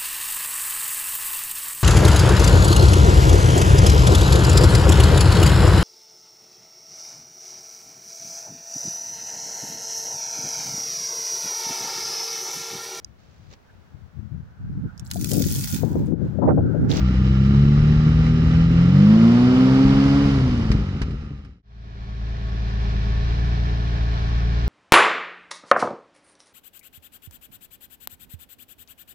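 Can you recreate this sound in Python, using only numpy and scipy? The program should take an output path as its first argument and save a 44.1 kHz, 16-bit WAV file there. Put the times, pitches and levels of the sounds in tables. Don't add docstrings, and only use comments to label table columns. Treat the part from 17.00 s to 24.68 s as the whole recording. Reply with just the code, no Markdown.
import sys
import numpy as np
from scipy import signal
from scipy.fft import rfft, irfft, next_fast_len
from scipy.io import wavfile
from scipy.ndimage import uniform_filter1d, map_coordinates

SR = 44100
rng = np.random.default_rng(int(sys.argv[2]) if len(sys.argv) > 2 else 0)


def materialize(psi):
    bounded = np.clip(np.atleast_2d(psi).T, -1, 1)
    quanta = np.round(bounded * 32767).astype(np.int16)
    wavfile.write(sys.argv[1], SR, quanta)


N = 338688
TIME = np.arange(N) / SR
BANK_ORDER, CYLINDERS = 6, 12
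REF_HZ = 100
OUTSIDE_LAG_MS, CABIN_LAG_MS = .18, .42


def amp(db):
    return np.exp(np.asarray(db) * (np.log(10) / 20))


def unit(x):
    return x / np.sqrt(np.mean(x ** 2) + 1e-20)


def along(points, hz):
    freqs, values = np.transpose(points)
    return np.interp(np.log(hz + 1), np.log(freqs + 1), values)


def curve(points):
    return np.interp(TIME, *np.transpose(points))


def wobble(rate, step=64):
    at = np.arange(0, N + step, step)
    knots = rng.standard_normal(int(N * rate / SR) + 4)
    return np.interp(np.arange(N), at, map_coordinates(knots, [at * rate / SR]))


def filtered(x, response):
    size = next_fast_len(N + SR // 2)
    return irfft(rfft(x, size) * response(np.fft.rfftfreq(size, 1 / SR)), size)[..., :N]


def ring(pulses, spectrum, size=16384):
    cepstrum = irfft(np.log(amp(along(spectrum, np.fft.rfftfreq(size, 1 / SR)))))
    cepstrum[1:size // 2] *= 2
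    cepstrum[size // 2 + 1:] = 0
    impulse = irfft(np.exp(rfft(cepstrum)))
    return signal.fftconvolve(pulses, impulse / np.abs(impulse).max())[:N]


def tone(turns):
    return np.sqrt(2) * np.cos(2 * np.pi * (turns % 1))


def engine_cycles(bank_hz, jitter):
    return np.cumsum(bank_hz * (1 + jitter)) / SR / BANK_ORDER


def overrun(shut_s=3.27, ramp_s=.14):
    return np.clip((TIME - shut_s) / ramp_s, 0, 1)


def harmonics(cycle, orders, waver, rate):
    return sum(amp(db + min(waver * (-.5 - db / 12), 2) * wobble(rate))
               * tone(order * cycle + rng.random()) for order, db in orders)


def rumble(cycle, body, spread_db):
    firings = np.flatnonzero(np.diff(np.floor(cycle * CYLINDERS)))
    pulses = np.zeros(N)
    pulses[firings] = rng.standard_normal(len(firings))
    pulses[firings] *= amp(spread_db * rng.standard_normal(len(firings)))
    ringing = ring(pulses, body)
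    return ringing / np.sqrt(np.abs(uniform_filter1d(ringing ** 2, SR // 4)) + 1e-12)


def chuff(cycle, depth, scatter_db=8):
    firing = np.floor(cycle * CYLINDERS).astype(int)
    uneven = rng.random(CYLINDERS)[firing % CYLINDERS] + rng.random(firing[-1] + 1)[firing] - 1
    decay = np.exp(-np.pi * (cycle * CYLINDERS % 1))
    return unit(1 + depth * amp(scatter_db * uneven) * decay)


def whirr(gate, spectrum, peaks, alike, lag_ms):
    def colour(hz):
        lift_db = sum(db / (1 + (2 * (hz - centre) / width) ** 2) for centre, width, db in peaks)
        gain = unit(amp(along(spectrum, hz) + lift_db))
        likeness = np.clip(along(alike, hz), 0, .99)
        comb = (1 + likeness * np.cos(2 * np.pi * hz * lag_ms / 1000)) / 2
        return gain * np.sqrt(np.array([1 + likeness, 1 - likeness]) / 2 / comb)
    shared, apart = filtered(gate * rng.standard_normal((2, N)), colour)
    return np.array([shared + apart, shared - apart])


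def microphone(x, lean, lag_ms):
    side = np.array([[.5], [-.5]])
    return filtered(x, lambda hz: amp(side * along(lean, hz))
                    * np.exp(-2j * np.pi * hz * side * lag_ms / 1000))


# (frequency [Hz], level [dB])
WHINES = [(517, -60), (1114, -59.5), (1755, -59), (2277, -61)]
def belt_whine():
    belt_time = np.cumsum(1 + .004 * wobble(16)) / SR
    return sum(amp(db + 2.9 * wobble(8.9)) * tone(hz * belt_time) for hz, db in WHINES)


# (frequency [Hz], relative level [dB])
BAY_SPECTRUM = [(190, -34.5), (330, -10), (370, -9.5), (415, -5), (570, -14.5), (670, -5.5), (850, -12),
                (1100, -13.5), (1200, -17.5), (1700, -12), (2050, -15.5), (3300, -18), (4200, -17),
                (5370, -23), (6560, -33.5), (8500, -47.5), (12000, -56.5), (15500, -62)]
# (frequency [Hz], width [Hz], lift [dB])
BAY_PEAKS = [(395, 31, 3.7), (615, 78, 3), (1730, 310, 3.2), (2410, 220, 4), (5360, 170, 4.1)]
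# (frequency [Hz], likeness [0-1])
CABIN_LIKENESS = [(200, .95), (380, 0.35), (950, 0.49), (1350, 0.97), (1750, 0.16), (5500, 0.29),
                  (7000, .15)]
def engine_bay(cycle):
    chatter = chuff(cycle, depth=.4)
    gain = amp(-41.5 + .5 * wobble(13))
    return gain * whirr(chatter, BAY_SPECTRUM, BAY_PEAKS, CABIN_LIKENESS, CABIN_LAG_MS)


# (order, level at slower idle [dB], level at faster idle [dB])
DRONE_ORDERS = [(18, -16, -13.5), (21, -18, -30), (22, -17.5, -28.5), (30, -28, -24), (42, -31.5, -36.5)]
def cabin_drone(cycle, bank_hz, below_hz=57.2, span_hz=1.8):
    slow = np.clip((below_hz - bank_hz) / span_hz, 0, 1)
    return sum(amp(fast_db + slow * (slow_db - fast_db) + 1.1 * wobble(8.4))
               * tone(order * cycle + rng.random()) for order, slow_db, fast_db in DRONE_ORDERS)


# (order, relative level [dB])
BOOM_ORDERS = [(3, -15), (5, -17.5), (6, 0), (7.5, -17.5), (9, -15), (12, -6.5), (14, -20), (15, -18),
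               (16, -23.5), (24, -30), (36, -37), (44, -27), (45, -36)]
# (frequency [Hz], relative level [dB])
BODY_SHELL = [(15, -19.5), (30, -12.5), (58, 4.5), (95, -17), (140, -13), (200, -14), (245, -16),
              (300, -16.5), (400, -25), (800, -72)]
def idle_boom(cycle, bank_hz):
    throb = amp(-22 + .3 * wobble(12))
    boom = harmonics(cycle, BOOM_ORDERS, waver=2.6, rate=7.6) + cabin_drone(cycle, bank_hz)
    return throb * boom + amp(-36.5) * rumble(cycle, BODY_SHELL, spread_db=1)


# (time [s], firing rate of one bank [Hz])
IDLE_REVS = [(4.7, 55.6), (5.7, 55.4), (6.0, 54.3), (6.38, 58.1), (6.9, 57.4), (7.22, 56.6), (7.68, 57.9)]
# (frequency [Hz], left minus right [dB])
CABIN_LEAN = [(60, 1), (120, -0.5), (440, -2), (1600, 0.5), (3200, -5.5), (6000, 5)]
def in_cabin():
    bank_hz = curve(IDLE_REVS)
    cycle = engine_cycles(bank_hz, jitter=.003 * wobble(14))
    engine = idle_boom(cycle, bank_hz) + engine_bay(cycle)
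    return microphone(engine, CABIN_LEAN, CABIN_LAG_MS) + belt_whine()


# (frequency [Hz], likeness [clipped to 0-0.99 when played])
OUTSIDE_LIKENESS = [(350, 0.5), (750, 0), (1300, 2.7), (1750, -1.42), (3000, 0.96), (3700, -1.2),
                    (7000, 0.06)]
def outside_noise(gate, spectrum, peaks=()):
    return whirr(gate, spectrum, peaks, OUTSIDE_LIKENESS, OUTSIDE_LAG_MS)


# (frequency [Hz], relative level [dB])
GEAR_SPECTRUM = [(200, -18.5), (400, -9.5), (500, -1.5), (660, -12.5), (780, -7.5), (1000, -13.5),
                 (1250, -5.5), (1550, -12), (1850, -10.5), (3300, -20), (5100, -22), (6500, -29.5),
                 (8500, -44.5), (10700, -47.5), (11800, -58), (15500, -60.5)]
# (frequency [Hz], width [Hz], lift [dB])
GEAR_PEAKS = [(1204, 50, 3.5), (1362, 48, 4.5), (3960, 220, 6.5), (5190, 250, 4)]
def running_gear(puffs):
    return amp(.94 + .6 * wobble(26)) * outside_noise(puffs, GEAR_SPECTRUM, GEAR_PEAKS)


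# (frequency [Hz], relative level [dB])
JET_SPECTRUM = [(260, -34), (470, -3), (620, -9), (1000, -10.5), (1300, -8), (1550, -15), (2000, -14.5),
                (2800, -21), (5000, -21), (6500, -32), (8500, -44.5), (10500, -47.5), (12000, -57),
                (15500, -55)]
# (order, level against the rush [dB])
SNARL_ORDERS = [(20, -11), (23, -3), (25, -22.5), (36, -11.5), (42, -11.5), (45, -20), (48, -15.5),
                (54, -11.5), (57, -19.5), (60, -10.5), (66, -16.5), (72, -16.5)]
def gas_and_gear(cycle, bank_hz, throttle, db_per_octave=7.5):
    jet_share = np.clip((bank_hz - 85) / 30, 0, 1)
    rush = amp(-37 + db_per_octave * np.log2(bank_hz / REF_HZ) - 1.03 * overrun() + .24 * wobble(20))
    puffs = rush * chuff(cycle, depth=.5)
    gear = running_gear(puffs * np.sqrt(1 - jet_share))
    jet = amp(1) * outside_noise(puffs * np.sqrt(jet_share), JET_SPECTRUM)
    snarl = amp(.5) * throttle * jet_share * rush * harmonics(cycle, SNARL_ORDERS, waver=.9, rate=6.1)
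    return gear + jet + snarl


# (frequency [Hz], relative level [dB])
EXHAUST_BODY = [(15, -42.5), (35, -12.5), (58, -1), (72, -3.5), (90, -6), (130, -23), (400, -85)]
# (frequency [Hz], relative level [dB])
SILENCER = [(40, -32), (95, -7), (135, 1), (180, -4), (210, -0.5), (240, -7.5), (288, -5), (318, -13),
            (400, -14), (520, -28), (800, -39), (2000, -100)]
def uneven_firing(cycle, bank_hz, throttle, fast_idle_hz=73.4, span_hz=4.6):
    shut = overrun()
    idling = np.clip((fast_idle_hz - bank_hz) / span_hz, 0, 1) * (1 - shut)
    lumps_db = -21 - 13 * throttle - 7.5 * idling - 1.5 * shut + .93 * wobble(8.3)
    swell_db = 3.5 + 6.5 * np.log2(bank_hz / REF_HZ)
    burble_db = -27 - 2 * idling + swell_db * shut
    lumps = amp(lumps_db) * rumble(cycle, EXHAUST_BODY, spread_db=.79)
    return lumps + amp(burble_db) * rumble(cycle, SILENCER, spread_db=.5)


# (time [s], thump level [dB], crack level [dB])
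POPS = [(2.852, -8, -47.5), (2.943, -18, -56), (3.633, -20.5, -55), (3.703, -1, -40), (3.714, -17.5, -23.5),
        (3.751, -4.5, -57.5), (3.787, -8, -55.5), (4.015, -3, -21.5), (4.106, -9.5, -37.5),
        (4.142, -7, -51.5), (4.446, -14.5, -31.5)]
# (frequency [Hz], relative level [dB])
TAILPIPES = [(18, -24.5), (35, -2), (58, 5.5), (85, -11), (135, -1.5), (180, -8), (210, -11.5), (240, -16),
             (288, -14), (318, -24.5), (400, -19), (520, -33), (800, -47), (2000, -100)]
# (frequency [Hz], relative level [dB])
CRACK_SPECTRUM = [(150, -19), (600, -2), (1700, 5.5), (3000, -8.5), (5000, -4), (7000, -18.5),
                  (10500, -25.5), (12500, -39), (15500, -37.5)]
def pops(rise_s=.00041, decay_s=.01):
    t = TIME[:SR // 8]
    kicks, cracks = np.zeros((2, N))
    for s, thump_db, crack_db in POPS:
        kicks[round(s * SR)] = amp(thump_db)
        cracks[round((s + .002) * SR)] = amp(crack_db)
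    spit = signal.fftconvolve(cracks, (1 - np.exp(-t / rise_s)) * np.exp(-t / decay_s))[:N]
    return ring(kicks, TAILPIPES) + amp(-1) * outside_noise(spit, CRACK_SPECTRUM)


# (order, base level [dB], slope with revs [dB/octave], change on the overrun [dB])
EXHAUST_ORDERS = [(6, -30.5, -9.5, -2), (9, -31.5, 11, -10.5), (12, -18.0, 28, -11), (18, -22.0, 6, -8),
                  (24, -39.5, -11, -10), (30, -39, -18.8, -8.5)]
# (frequency [Hz], lift [dB])
STANDING_WAVES = [(60, 6), (75, -0.3), (95, 7), (120, 10), (142, 17.5), (158, 9), (170, 10), (187, 1.2),
                  (203, 5.5), (225, -0.0), (270, -9), (310, -15.2), (350, -8.5), (420, -16), (500, -2),
                  (700, 0.8)]
# (time [s], level [dB])
BANK_SWELL = [(3.25, 0), (3.33, 1.5), (3.43, 5.5), (3.48, -15), (3.57, -9), (3.63, 0.5)]
# (order, level against the note [dB])
RASP_ORDERS = [(3, -17.5), (10, -21.5), (14, -15.5), (15, -17.5), (20, -23), (21, -25.5), (22, -25),
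               (26, -27), (36, -22.5)]
def exhaust_note(cycle, bank_hz, throttle):
    octaves, shut = np.log2(bank_hz / REF_HZ), overrun()
    ease_db = -3.5 * (1 - throttle) * (1 - shut) * (octaves > 0)
    levels = {}
    for order, db, per_octave, overrun_db in EXHAUST_ORDERS:
        bright_db = 2 * throttle * max(np.log2(order / CYLINDERS), 0)
        coast_db = shut * (overrun_db + 4 * octaves)
        pipe_db = along(STANDING_WAVES, order * bank_hz / BANK_ORDER)
        levels[order] = db + per_octave * octaves + bright_db + coast_db + ease_db + pipe_db
    levels[BANK_ORDER] += curve(BANK_SWELL)
    waver_db = 1.07 + .6 * shut
    note = sum(amp(db + waver_db * wobble(16)) * tone(order * cycle) for order, db in levels.items())
    note_db = (levels[12] + levels[18]) / 2
    rasp = amp(note_db - 3) * harmonics(cycle, RASP_ORDERS, waver=4, rate=11)
    return rasp - amp(.48) * note


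# (time [s], firing rate of one bank [Hz])
REVS = [(0.0, 63.5), (0.17, 63.12), (0.46, 67.36), (0.83, 74.44), (1.16, 78.27), (1.38, 79), (1.77, 84.13),
        (1.88, 88.06), (2.15, 109.4), (2.46, 124.8), (2.76, 132.5), (3.04, 137.2), (3.25, 140.6),
        (3.33, 137.4), (3.84, 97.3), (4.23, 73.7), (4.41, 67.2), (4.6, 57)]
# (time [s], opening [0-1])
THROTTLE = [(1.72, 0.09), (1.9, 1), (2.7, 0.8), (3.15, 0.4), (3.35, 0.03)]
# (frequency [Hz], left minus right [dB])
OUTSIDE_LEAN = [(60, 2), (250, -0.5), (500, 0.5), (1000, -4), (2000, -3.5), (4000, -2.7)]
def behind_car():
    bank_hz, throttle = curve(REVS), curve(THROTTLE)
    cycle = engine_cycles(bank_hz, jitter=.0009 * wobble(30))
    rush = gas_and_gear(cycle, bank_hz, throttle)
    exhaust = exhaust_note(cycle, bank_hz, throttle) + uneven_firing(cycle, bank_hz, throttle) + pops()
    return microphone(rush + exhaust, OUTSIDE_LEAN, OUTSIDE_LAG_MS)


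def scene(silent_at_s=4.625, fade_s=1.5):
    fade = (TIME - silent_at_s) / fade_s
    onset = np.minimum(TIME / .004, 1)
    return onset * np.clip(-fade, 0, 1) * behind_car() + np.clip(fade, 0, 1) * in_cabin()


def record(dry, top_hz=15700):
    return filtered(dry, lambda hz: hz < top_hz)


dry = scene()
out = record(dry)
materialize(out)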